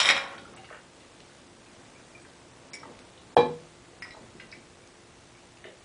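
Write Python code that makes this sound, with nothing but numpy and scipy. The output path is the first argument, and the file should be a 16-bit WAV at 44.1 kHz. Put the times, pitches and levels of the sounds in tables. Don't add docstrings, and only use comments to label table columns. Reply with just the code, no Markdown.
import sys
import numpy as np
from scipy import signal
from scipy.fft import irfft
from scipy.io import wavfile

SR = 44100
rng = np.random.default_rng(int(sys.argv[2]) if len(sys.argv) > 2 else 0)


def convert_level_to_amplitude(level_db):
    exponent = np.asarray(level_db, float) / 20
    return 10 ** exponent


def int16_out(signal):
    q = np.round(np.clip(np.atleast_2d(signal).T, -1, 1) * 32767)
    wavfile.write(sys.argv[1], SR, q.astype(np.int16))


N = 257870


def at_hz(points, hz):
    table_hz, value = np.transpose(points)
    return np.interp(np.log(hz), np.log(table_hz), value)


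def in_time(curve):
    start_s, level_db = np.transpose(curve)
    return np.interp(np.arange(N) / SR, start_s, level_db)


def rms_one(x):
    return x / np.sqrt(np.mean(x ** 2) + 1e-20)


def drift(rate_hz):
    knots = rng.standard_normal(400)
    return np.interp(np.arange(N) / SR * rate_hz, np.arange(400), knots)


def high_pass(x, order, hz):
    return signal.sosfilt(signal.butter(order, hz, "high", fs=SR, output="sos"), x)


BAND_EDGES = 25 * 2 ** np.arange(0, 8.9, .4)


def bands(size):
    white = rng.standard_normal((2, size))
    for k, (low, high) in enumerate(zip(BAND_EDGES, BAND_EDGES[1:])):
        band_pass = signal.butter(2, [low, high], "band", fs=SR, output="sos")
        yield np.sqrt(low * high), signal.sosfilt(band_pass, white[k % 2])


def coloured(spectrum, size):
    return rms_one(sum(convert_level_to_amplitude(at_hz(spectrum, min(hz, 9200))) * band for hz, band in bands(size)))


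def ring(clicks, hz, t60):
    decay = convert_level_to_amplitude(-60 / (max(t60, .002) * SR))
    turn = 2 * np.pi * hz / SR
    return signal.lfilter([0, np.sin(turn)], [1, -2 * decay * np.cos(turn), decay * decay], clicks + 1e-18)


def strike(hits, modes, vary_db, focus_db=0.):
    hits, out = np.array(hits), np.zeros(N + SR)
    at = (hits[:, 0] * SR).astype(int)
    first, last = at.min(), at.max() + SR
    chance = rng.standard_normal((len(at), 2, len(modes)))
    for k, (hz, level_db, t60) in enumerate(modes):
        octaves_off = np.abs(np.log2(hz / np.abs(hits[:, -1])))
        click_db = hits[:, 1] + level_db - focus_db * octaves_off + vary_db * chance[:, 0, k]
        clicks = np.zeros(last - first)
        clicks[at - first] = convert_level_to_amplitude(click_db) * np.sign(chance[:, 1, k])
        out[first:last] += ring(clicks, hz, t60)
    return out[:N]


# pitch_hz, t60_s
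ROOM_DECAY = [(100, 0.45), (300, 0.44), (700, 0.32), (2000, 0.29), (5000, 0.32), (10000, 0.083)]


def room(x, wet_db, build_s=0.0022):
    t = np.arange(SR // 2) / SR
    tail = sum(band * convert_level_to_amplitude(-60 * t / at_hz(ROOM_DECAY, hz)) for hz, band in bands(len(t)))
    tail *= np.clip(t / build_s - .5, 0, 1) / np.sqrt(np.sum(tail ** 2))
    return x + convert_level_to_amplitude(wet_db) * signal.fftconvolve(x, tail)[:N]


# pitch_hz, level_db (per Hz)
ROOM_TONE = [(15, -43), (25, -11), (111, -1), (150, -4), (184, -4.5), (321, 0), (346, -4), (383, -10),
             (424, -3), (1290, -10.5), (2250, -13.5), (2550, -14), (8160, -19), (9730, -22.5), (10500, -41),
             (13600, -71), (22000, -120)]
# start_s, level_db
STIRRING = [(0.45, -53.5), (0.78, -58.5), (2.5, -58), (2.89, -52.5), (3.14, -60), (3.46, -52),
            (3.74, -60.5), (4.0, -57), (5.85, -61)]
# pitch_hz, level_db (rms)
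MOTOR_TONES = [(120, -68), (180, -66.5), (240, -73), (350, -61), (8000, -82.5)]


def hush():
    t = np.arange(N) / SR
    throb = 1 + 0.11 * np.cos(2 * np.pi * 59.94 * t) + 0.1 * np.cos(2 * np.pi * 140.0 * t)
    stir_db = in_time(STIRRING)
    stir_db = stir_db - np.median(stir_db)
    stir = convert_level_to_amplitude(stir_db)
    rumble = convert_level_to_amplitude(0.49 * stir_db + 0.93 * (t - t.mean()) + 1.5 * drift(3.6))
    shared, still = drift(4.52), 0
    for hz, band in bands(N):
        low = 1 / (1 + (hz / 900) ** 2)
        swell = rumble if hz < 140 else 1 - low + low * stir
        level_db = at_hz(ROOM_TONE, min(hz, 9200)) + 0.52 * shared + 0.34 * drift(3.9)
        still = still + convert_level_to_amplitude(level_db) * band * swell
    tones = sum(convert_level_to_amplitude(level_db - 1.5 + 1.16 * drift(7.9)) * np.sin(2 * np.pi * hz * t)
                for hz, level_db in MOTOR_TONES)
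    return convert_level_to_amplitude(-52.5) * rms_one(still) * throb + tones


# start_s, level_db (peak), pitch_hz (centre)
METAL_TAPS = [(0.380, -35.5, 2687), (0.535, -41, 1496), (0.572, -42.5, 2220), (0.643, -40.5, 2350),
              (0.702, -37, 1315), (0.725, -36.5, 1586), (0.745, -38, 1507), (0.762, -44, 2000),
              (1.005, -47, 2990), (1.660, -49, 2540), (2.734, -44, 3010), (4.023, -45, 2520),
              (4.050, -42.5, 1085), (4.229, -45, 1580), (4.400, -42.5, 2980), (5.35, -49, 2270),
              (5.641, -35.5, 2020), (5.680, -43.5, 590)]
# start_s, level_db (peak), pitch_hz (centre)
DRY_SNAPS = [
    (1.203, -39, 2980),
    (2.990, -36.5, 3320),
    (4.107, -40, 4600),
    (4.874, -42, 3540),
]
# start_s, level_db (peak), pitch_hz (centre)
LIGHT_CLINKS = [(0.689, -41, 1640), (0.784, -52, 1790), (1.995, -53, 1490), (2.249, -47, 1570),
                (3.175, -43.5, 3520), (4.398, -34.5, 2000), (4.515, -41, 4800), (4.525, -37.5, 2044),
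                (5.571, -48, 2730), (5.665, -44, 3120)]
# start_s, level_db (peak), pitch_hz (centre)
CLOTH_BUMPS = [
    (4.350, -38.5, 250),
    (4.425, -44.5, 275),
    (4.574, -46, 250),
    (5.650, -37, 439),
    (0.522, -49, 298),
    (0.708, -37, 606),
]
# start_s, level_db (peak), pitch_hz (first centre), touches (count)
DISH_SETTLES = [
    (2.831, -35, 1252, 5),
    (4.145, -40, 904, 5),
]
# start_s, level_db (peak), pitch_hz, t60_s
RIM_PINGS = [(0.575, -45.5, 777, 0.25), (0.382, -40, 1435, .06), (0.452, -42.5, 1400, 0.034),
             (0.563, -46, 8000, 0.021), (1.850, -59, 2370, .1), (1.950, -52, 2354, .08),
             (2.149, -43.5, 2385, 0.042), (2.220, -53, 8100, .03), (2.834, -52, 1944, 0.086),
             (4.108, -52, 4000, 0.1), (4.833, -55, 2320, .05)]


def touches():
    tap, snap = (.7, 0.019, -6.5), (0.99, 0.0085, -16)    # spread_oct, t60_s, room_db
    clink, bump = (.25, 0.019, -9.5), (0.546, 0.036, -12.5)
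    gap_s, loss_db, fall_oct = 0.022, 2.2, 0.583
    settling = [(s + gap_s * k, db - loss_db * k, hz * 2 ** (-fall_oct * k))
                for s, db, hz, count in DISH_SETTLES for k in range(round(count))]
    found = [(s, db, hz, 0.039, t60, -11) for s, db, hz, t60 in RIM_PINGS]
    kinds = [(METAL_TAPS, tap), (DRY_SNAPS, snap), (LIGHT_CLINKS, clink), (CLOTH_BUMPS, bump), (settling, bump)]
    for rows, kind in kinds:
        found += [(*row, *kind) for row in rows]
    return found


def ticks():
    dry, wet = np.zeros(N), np.zeros(N)
    rows = touches()
    chance = rng.standard_normal((len(rows), 3, 36))
    t = np.arange(SR // 5) / SR
    even = np.linspace(-1.5, 1.5, 36)
    for (s, peak_db, hz, spread, t60, wet_db), (place, size, phase) in zip(rows, chance):
        spot = even + 0.05 * place
        pitches = np.minimum(hz * 2 ** (spread * spot), 9800)
        waves = np.sin(2 * np.pi * (pitches[:, None] * t + phase[:, None]))
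        sound = convert_level_to_amplitude(3 * size - 5 * spot ** 2) @ waves
        sound *= convert_level_to_amplitude(-60 * t / max(t60, .002)) * np.minimum(t / (.0006 + t60 / 12), 1)
        sound *= convert_level_to_amplitude(peak_db) / np.abs(sound).max()
        i = int(s * SR)
        dry[i:i + len(t)] += sound[:N - i]
        wet[i:i + len(t)] += convert_level_to_amplitude(wet_db) * sound[:N - i]
    return dry - wet + room(wet, wet_db=6)


def contact(x, length_s):
    share = np.linspace(0, 1, 513)
    delay = length_s * (.5 - .5 * np.cos(7 * np.pi * share))
    spread = irfft(np.exp(-1j * np.cumsum(delay) * np.pi * SR / 512))
    return signal.fftconvolve(x, spread[:512])[:N]


def chatter(hits):
    gaps = .005 * np.cumsum(rng.uniform(.6, 1.4, (len(hits), 4)), axis=1)
    return [(s + gap, db - 2.5 * (k + 1))
            for (s, db), row in zip(hits, gaps) for k, gap in enumerate(row)]


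# start_s, level_db (peak)
FORK_HITS = [
    (2.733, -34),
    (2.748, -42),
]
# pitch_hz, level_db, t60_s
FORK_PLATE = [(1710, -8, .03), (2040, 1, 0.018), (2280, -0.5, 0.043), (3780, -11, .03), (5039, -8, 0.052),
              (5220, -9, .05), (5460, -1.5, 0.04), (5660, -7, 0.033), (6840, -5, .025), (7660, -10, 0.039),
              (9300, -5.5, 0.022), (9600, -18, 0.024)]
# start_s, level_db (peak)
SPOON_HITS = [
    (4.0217, -33),
    (4.107, -45),
]
# pitch_hz, level_db, t60_s
SPOON_DISH = [(1925, -2.5, 0.083), (2160, 2.5, 0.021), (2370, -5, 0.043), (3150, -23, 0.06),
              (5040, -6, 0.043), (5190, -11, 0.031), (5376, -7, 0.046), (7800, -23, .04),
              (9100, -17, 0.022)]


def fork_and_spoon():
    first = convert_level_to_amplitude(-5) * strike(FORK_HITS, FORK_PLATE, vary_db=6.5)
    first += convert_level_to_amplitude(-3.5) * strike(SPOON_HITS, SPOON_DISH, vary_db=-4.5)
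    again = strike(chatter(FORK_HITS), FORK_PLATE, vary_db=0.0)
    again += strike(chatter(SPOON_HITS), SPOON_DISH, vary_db=2.0)
    return room(contact(first + convert_level_to_amplitude(-3.5) * again, 0.0017), wet_db=-7.5)


# start_s, level_db (peak), pitch_hz (most excited)
TUMBLE = [(.002, -14, 3800), (.015, -15, 3400), (.030, -17, 3800), (.049, -15, 1900), (.056, -14, 3800),
          (.069, -14, 2000), (.0893, -6, 2300), (.101, -7, 2150), (.108, -9, 2400), (.122, -18, 2400),
          (.135, -20, 1000), (.165, -19, 2300), (.178, -22, 2300)]
# pitch_hz, level_db, t60_s
PLATE_MODES = [(580, -3.5, 0.43), (730, -5, 0.086), (1080, -17, 0.57), (1500, -22, 5.0), (1660, -7, 0.11),
               (1996, -27, 0.35), (1916, 0, 0.32), (2170, -8, 0.88), (2160, -10, 0.47), (2376, 0, 0.29),
               (2590, -15, 0.48), (2800, -21, 0.7), (3260, -4, 0.45), (3110, -10.5, 0.61),
               (3640, -18, 0.48), (3900, -3.5, 0.54), (3720, -3, 1.8), (3970, -10, 0.232),
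               (5220, -0.5, 0.22), (5100, -17.5, 0.2), (5400, -48, 0.43), (5640, 0, 0.15),
               (6498, -26, 0.12), (6880, -8, 0.38), (7790, -8, 0.12), (7500, -9, 0.48), (8640, -42, 0.14),
               (9500, -6.5, 0.3)]
# pitch_hz, level_db, t60_s
BOWL_MODES = [(494, -38, 0.55), (552, -37, 0.79), (786.6, -40, 0.96), (1054, -43, 0.3), (1096, -39.5, 0.78),
              (1400, -40, 0.85), (1938, -25.5, 0.1), (3250, -36, 0.15), (3880, -33.5, 0.4),
              (4107, -34.5, 0.55)]
# start_s, level_db
RATTLE_VIGOUR = [(0.0, -14.5), (0.036, -24), (0.106, -18.5), (0.142, -30), (0.166, -23.5), (0.21, -31.5),
                 (0.365, -40), (0.385, -33), (0.4, -40)]
# pitch_hz, level_db (per Hz)
RATTLE_HASH = [(59, -55), (100, -24), (358, -29), (545, -15), (672, 0.5), (1610, 3), (2320, -8),
               (2810, -9.5), (3880, 15), (4610, -32), (5160, -23), (6130, -23), (9500, -18), (12400, -59),
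               (20900, -120)]


def clatter():
    damped = [(hz, level_db, min(t60, .4) * 0.091) for hz, level_db, t60 in PLATE_MODES]
    big = convert_level_to_amplitude(-5) * strike(TUMBLE, damped, vary_db=2.5, focus_db=9)
    bowl = convert_level_to_amplitude(1.5) * strike(TUMBLE, BOWL_MODES, vary_db=0.5)
    size = N // 8
    t = np.arange(size) / SR
    contacts = rng.standard_normal((len(damped), size)) * convert_level_to_amplitude(2.5 * drift(80)[:size])
    rung = rms_one(sum(convert_level_to_amplitude(level_db) * ring(c, hz, 0.031)[:size]
                       for c, (hz, level_db, _) in zip(contacts, PLATE_MODES)))
    small = convert_level_to_amplitude(-2.5) * rung + convert_level_to_amplitude(-0.5) * coloured(RATTLE_HASH, size)
    low = signal.sosfiltfilt(signal.butter(3, 2800, fs=SR, output="sos"), small)
    body_db = in_time(RATTLE_VIGOUR)[:size]
    treble_db = body_db - 61 * t
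    wash = convert_level_to_amplitude(body_db - 7.5) * rms_one(low) + convert_level_to_amplitude(treble_db - 5.5) * rms_one(small - low)
    wash *= np.clip((.4 - t) / .05, 0, 1)
    return room(big, wet_db=-6.5) + bowl + np.pad(wash, (0, N - size))


# start_s, level_db (peak)
GLASS_HITS = [
    (3.3682, -12),
    (3.3755, -6.5),
    (3.381, -14),
]
# pitch_hz, level_db, t60_s
TABLE_MODES = [(158.4, -17.5, 0.57), (250, -18, 0.2), (310, -21, 0.12), (370, -21.5, 0.18),
               (483.2, -7, 0.13), (540, -12, 0.06), (854, -3.5, 0.079), (900, -7, 0.052),
               (1710, -17.5, 0.052), (2386, -18, 0.098), (3240, -24, 0.17), (3380, -20, 0.051),
               (3990, -24, .15), (3910, -27, .15), (3850, -24.5, 0.15)]
# pitch_hz, level_db (per Hz)
BLOW_CRACK = [(59, -40), (100, -35), (152, -10.5), (191, -18), (296, -12), (500, -1), (690, -17),
              (850, -2.5), (1080, -15.5), (3880, -32), (9500, -46), (12400, -83), (20900, -120)]


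def glass():
    t = np.arange(N) / SR - GLASS_HITS[0][0]
    thump = convert_level_to_amplitude(-3.5) * np.cos(2 * np.pi * 680 * t) * np.exp(-(t / .0011) ** 2)
    soft_blow = np.hanning(9) / 4
    modes = signal.lfilter(soft_blow, 1, strike(GLASS_HITS, TABLE_MODES, vary_db=1.5))
    crack = convert_level_to_amplitude(-16.5) * coloured(BLOW_CRACK, N) * (t > 0) * convert_level_to_amplitude(-60 * np.abs(t) / 0.047)
    return thump + room(convert_level_to_amplitude(-5.5) * modes, wet_db=-5) + room(crack, wet_db=0.5)


def scene():
    table = ticks() + fork_and_spoon() + clatter() + glass()
    return (hush() + high_pass(table, 2, 90))[None]


# end_s, length_s, low_hz, high_hz
SILENT_BANDS = [
    (0.562, .022, 6500, 10400),
    (2.731, .028, 5100, 7800),
    (2.731, .028, 9200, 10400),
    (3.025, .023, 6700, 7400),
    (3.364, .016, 20, 10400),
    (4.02, .022, 4700, 5900),
    (4.02, .022, 7200, 8000),
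]


def starve(x):
    t = np.arange(N) / SR
    for end, length, low, high in SILENT_BANDS:
        part = signal.sosfiltfilt(signal.butter(4, [low, high], "band", fs=SR, output="sos"), x)
        gate = np.clip(np.minimum(t - end + length, end - t) / 0.0017, 0, 1)
        x = x - (1 - convert_level_to_amplitude(-40)) * gate * part
    hz, s, cells = signal.stft(x, SR, nperseg=256, noverlap=192)
    holes = int(150 * N / SR)
    for when, where, wide, long in rng.random((900, 4))[:holes]:
        row = np.abs(hz - 4300 - 5800 * where) < 100 + 300 * wide ** 3
        cells[:, row] *= 1 - .97 * (np.abs(s - when * s[-1]) < .003 + .008 * long ** 4)
    return signal.istft(cells, SR, nperseg=256, noverlap=192)[1][:, :N]


def low_pass(x):
    return signal.sosfilt(signal.butter(12, 10680, fs=SR, output="sos"), x)


def record(dry):
    band_edge = signal.ellip(10, .3, 70, 10050, fs=SR, output="sos")
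    mix = signal.sosfilt(band_edge, starve(dry))
    return low_pass(mix)


dry = scene()
out = record(dry)
int16_out(out)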